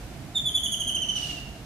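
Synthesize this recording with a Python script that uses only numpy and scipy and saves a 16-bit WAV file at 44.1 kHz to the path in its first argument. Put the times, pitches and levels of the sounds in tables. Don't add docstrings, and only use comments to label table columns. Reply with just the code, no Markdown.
import sys
import numpy as np
from scipy import signal
from scipy.fft import rfft, irfft
from scipy.io import wavfile
from scipy.ndimage import uniform_filter1d

SR = 44100
rng = np.random.default_rng(int(sys.argv[2]) if len(sys.argv) > 2 else 0)


def waveform_to_disk(signal):
    frames = np.transpose(np.atleast_2d(signal))
    scaled = np.clip(frames, -1, 1) * 32767
    samples = np.round(scaled).astype(np.int16)
    wavfile.write(sys.argv[1], SR, samples)


N = 72765

# (frequency [Hz], relative density [dB])
TOWN_SPECTRUM = [(15, -20), (25, -9.5), (34, -17.5), (47, 4.5), (62, -1), (95, -4), (130, -2.5),
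                 (180, -6.5), (280, -7.5), (400, -16), (520, -19.5), (600, -17.5), (680, -11), (800, -18.5),
                 (1100, -23.5), (1400, -22.5), (2200, -24.5), (4000, -29), (8000, -33), (14000, -37.5)]
# (frequency [Hz], likeness of the sides [0-1], left minus right [dB])
TOWN_STEREO = [(60, 0.9, -3), (150, 1, -4), (284, .95, -4), (660, 0.78, -4), (1430, 0.44, -1),
               (3130, 0.02, -3), (10000, 0, 1)]
# (time [s], level [dB])
TOWN_LEVEL = [(0, -38.5), (.25, -40), (.95, -40.5), (1.3, -40), (1.65, -41)]
# (frequency [Hz], relative density [dB])
DRONE_SPECTRUM = [(60, -50.5), (110, -19), (132, -1.5), (160, -20.5), (280, -19.5), (450, -40), (2000, -77)]
# (time [s], level [dB])
DRONE_LEVEL = [(0, -70), (0.152, -51), (0.252, -37), (.34, -64), (.44, -38.5), (.6, -72), (1.65, -59)]
# (frequency [Hz], relative density [dB])
RUSTLE_SPECTRUM = [(600, -48), (1200, -3.5), (2000, -5.5), (3000, 6), (5000, 2), (6500, 0.5), (8500, -7),
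                   (11000, -12), (14000, -14.5)]
# (time [s], level [dB])
RUSTLE_LEVEL = [(1.0, -62.5), (1.145, -50), (1.169, -41.5), (1.31, -40.5), (1.401, -46.5), (1.48, -54),
                (1.65, -58.5)]
# (start [s], length [s], crest pitch [Hz], relative level [dB], 2nd harmonic [dB],
# higher harmonics [dB], upward slur [share of pitch], final drop [share of pitch], attack [s])
TRILL_NOTES = [ (.346, 0.0425, 3619, -21.5, -15.5, -18.5, -0.044, 0.1055, 0.0234),
               (.451, 0.0453, 3468, -24.5, -16, -15.5, 0.0076, 0.1205, 0.0094),
               (0.54, 0.04645, 3459, -22.5, -16, -15, 0.0219, 0.1305, 0.0136),
               (.629, 0.0439, 3389, -23.5, -12, -12, 0.0305, 0.1508, 0.0043),
               (.712, 0.0392, 3333, -23, -10, -9.5, 0.0347, 0.15, 0.0202),
               (0.792, 0.03634, 3271, -22, -13.5, -14, 0.0303, 0.1436, 0.0364),
               (0.867, 0.0396, 3227, -23.5, -14, -11, 0.0373, 0.1339, 0.0041),
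               (.943, 0.03457, 3168, -23.5, -12, -11.5, 0.0356, 0.1391, 0.0074),
               (1.012, .036, 3112, -25.5, -11, -13, 0.0318, 0.1355, 0.0156),
               (1.081, 0.0344, 3081, -23.5, -10.5, -16, 0.0728, 0.0817, 0.02),
               (1.152, 0.0342, 3013, -26.5, -5.5, -9, 0.07, 0.0962, 0.0127),
               (1.222, 0.02934, 2960, -28.5, -12.5, -10, 0.0574, 0.0893, 0.0068),
               (1.289, 0.0271, 2881, -29, -16.5, -29, 0.0192, 0.049, 0.0155),
               (1.362, 0.0313, 2774, -38, -25.5, -26.5, .01, 0.014, 0.0084),
               (1.440, 0.0386, 2780, -51, -17, -28, 0.0079, 0.027, 0.013), ]
# (frequency [Hz], gain [dB])
PATH_COLOUR = [(2650, 7), (2850, -1), (3080, 1), (3210, -2), (3320, -6), (3450, 2), (3560, 4), (3700, -3.5),
               (5600, -6.5), (6200, 2), (7200, 1.5), (8600, -10.5), (9600, -1), (10400, 1.5),
               (12000, -17.5), (13500, -2.5)]
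# (frequency [Hz], left minus right [dB])
BIRD_PAN = [(3000, -4.5), (3500, -3), (6500, -5), (9200, 2), (10300, 5.5), (13500, 7.5)]


def undb(db):
    return 10 ** (np.asarray(db) / 20)


def at_hz(hz, table, column=1):
    table = np.array(table)
    return np.interp(np.log(np.maximum(hz, 1)), np.log(table[:, 0]), table[:, column])


def over_time(table):
    return np.interp(np.arange(N) / SR, *np.array(table).T)


def sides(db):
    return undb(np.array([db, -db]).reshape(2, -1) / 2)


def ramp(progress):
    return np.sin(np.pi / 2 * np.clip(progress, 0, 1))


def wander(hz):
    hold = max(int(SR / hz), 1)
    steps = np.repeat(rng.standard_normal(N // hold + 1), hold)
    motion = uniform_filter1d(steps, hold)[:N]
    return motion / motion.std()


def noise(spectrum, likeness=0., pan_db=0.):
    colour = undb(at_hz(np.fft.rfftfreq(N, 1 / SR), spectrum))
    mid, side = rfft(rng.standard_normal((2, N))) * colour
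    mid, side = mid * np.sqrt(1 + likeness), side * np.sqrt(1 - likeness)
    stereo = irfft(np.array([mid + side, mid - side]) * sides(pan_db), N)
    return stereo / stereo.std()


def flatten(echo, band_hz=90):
    spectrum = rfft(echo)
    power = uniform_filter1d(np.abs(spectrum) ** 2, size=int(band_hz * N / SR), axis=1)
    return irfft(spectrum / np.sqrt(power), N)[:, :N // 2]


def town():
    hz = np.fft.rfftfreq(N, 1 / SR)
    air = noise(TOWN_SPECTRUM, likeness=at_hz(hz, TOWN_STEREO), pan_db=at_hz(hz, TOWN_STEREO, column=2))
    return air * undb(over_time(TOWN_LEVEL) + .5 * wander(hz=3.686))


def drone():
    return noise(DRONE_SPECTRUM, likeness=.836, pan_db=-5.5) * undb(over_time(DRONE_LEVEL))


def rustle():
    flicker_db = .5 * wander(hz=60.03)
    return noise(RUSTLE_SPECTRUM, pan_db=-2.5) * undb(over_time(RUSTLE_LEVEL) + flicker_db)


def roof_echoes(call):
    t = np.arange(N) / SR
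    reflections_per_s, split_hz = 900, 5000
    near_db, far_db, treble_db = -5.5, -3, -.5

    def decay(delay_s, t60_s):
        return (t > delay_s) * np.exp(-np.log(1000) * t / t60_s)

    def lows(sound):
        return signal.filtfilt(*signal.butter(4, split_hz, fs=SR), sound)

    patter = rng.standard_normal((2, N)) * (rng.random((2, N)) < reflections_per_s / SR)
    near = undb(near_db) * flatten(patter * decay(delay_s=.012, t60_s=.0844))
    diffuse = rng.standard_normal((2, N))
    body = near + undb(far_db) * flatten(diffuse * decay(delay_s=.02, t60_s=.649))
    treble = near + undb(far_db) * flatten(diffuse * decay(delay_s=.02, t60_s=.48))
    response = lows(body) + undb(treble_db) * (treble - lows(treble))
    return signal.fftconvolve(call, response, axes=1)[:, :N]


def kingfisher():
    crest_share, drop_power = .3892, 1.804
    overtone_attack_s, release_s = .01165, .007
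    fade_db, fourth_db = -2.5, -7
    lag_s = np.array([[0], [.00002]])
    waver = 1 + .002004 * wander(hz=295.95)
    shimmer_db = wander(hz=295.95)
    rasp_rad = .1 * wander(hz=550)
    t, trill = np.arange(N) / SR, np.zeros((2, N))
    for start, length, crest_hz, level_db, second_db, higher_db, slur, drop, attack_s in TRILL_NOTES:
        on = (t >= start) & (t < start + length)
        age = t[on] - start
        progress = age / length
        approach = np.maximum(1 - progress / crest_share, 0) ** 2
        fall = np.maximum((progress - crest_share) / (1 - crest_share), 0) ** drop_power
        hz = crest_hz * (1 - slur * approach - drop * fall) * waver[on]
        phase = 2 * np.pi * (np.cumsum(hz) / SR - hz * lag_s) + rasp_rad[on]
        effort = undb(level_db + .5 + shimmer_db[on]) * ramp((length - age) / release_s)
        for k, harmonic_db in enumerate([0, second_db, higher_db, higher_db + fourth_db], 1):
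            opening = ramp(age / attack_s) if k == 1 else ramp(age / overtone_attack_s) ** 2
            envelope = effort * opening * undb(harmonic_db + k * fade_db * fall)
            path = undb(at_hz(k * hz, PATH_COLOUR)) * sides(at_hz(k * hz, BIRD_PAN))
            trill[:, on] += envelope * path * np.sin(k * phase)
    return trill


def scene():
    call = kingfisher()
    return call + roof_echoes(call) + rustle() + town() + drone()


def record(dry):
    cutoff_hz = 14350
    return signal.sosfilt(signal.ellip(10, .2, 80, cutoff_hz, fs=SR, output="sos"), dry)


dry = scene()
out = record(dry)
waveform_to_disk(out)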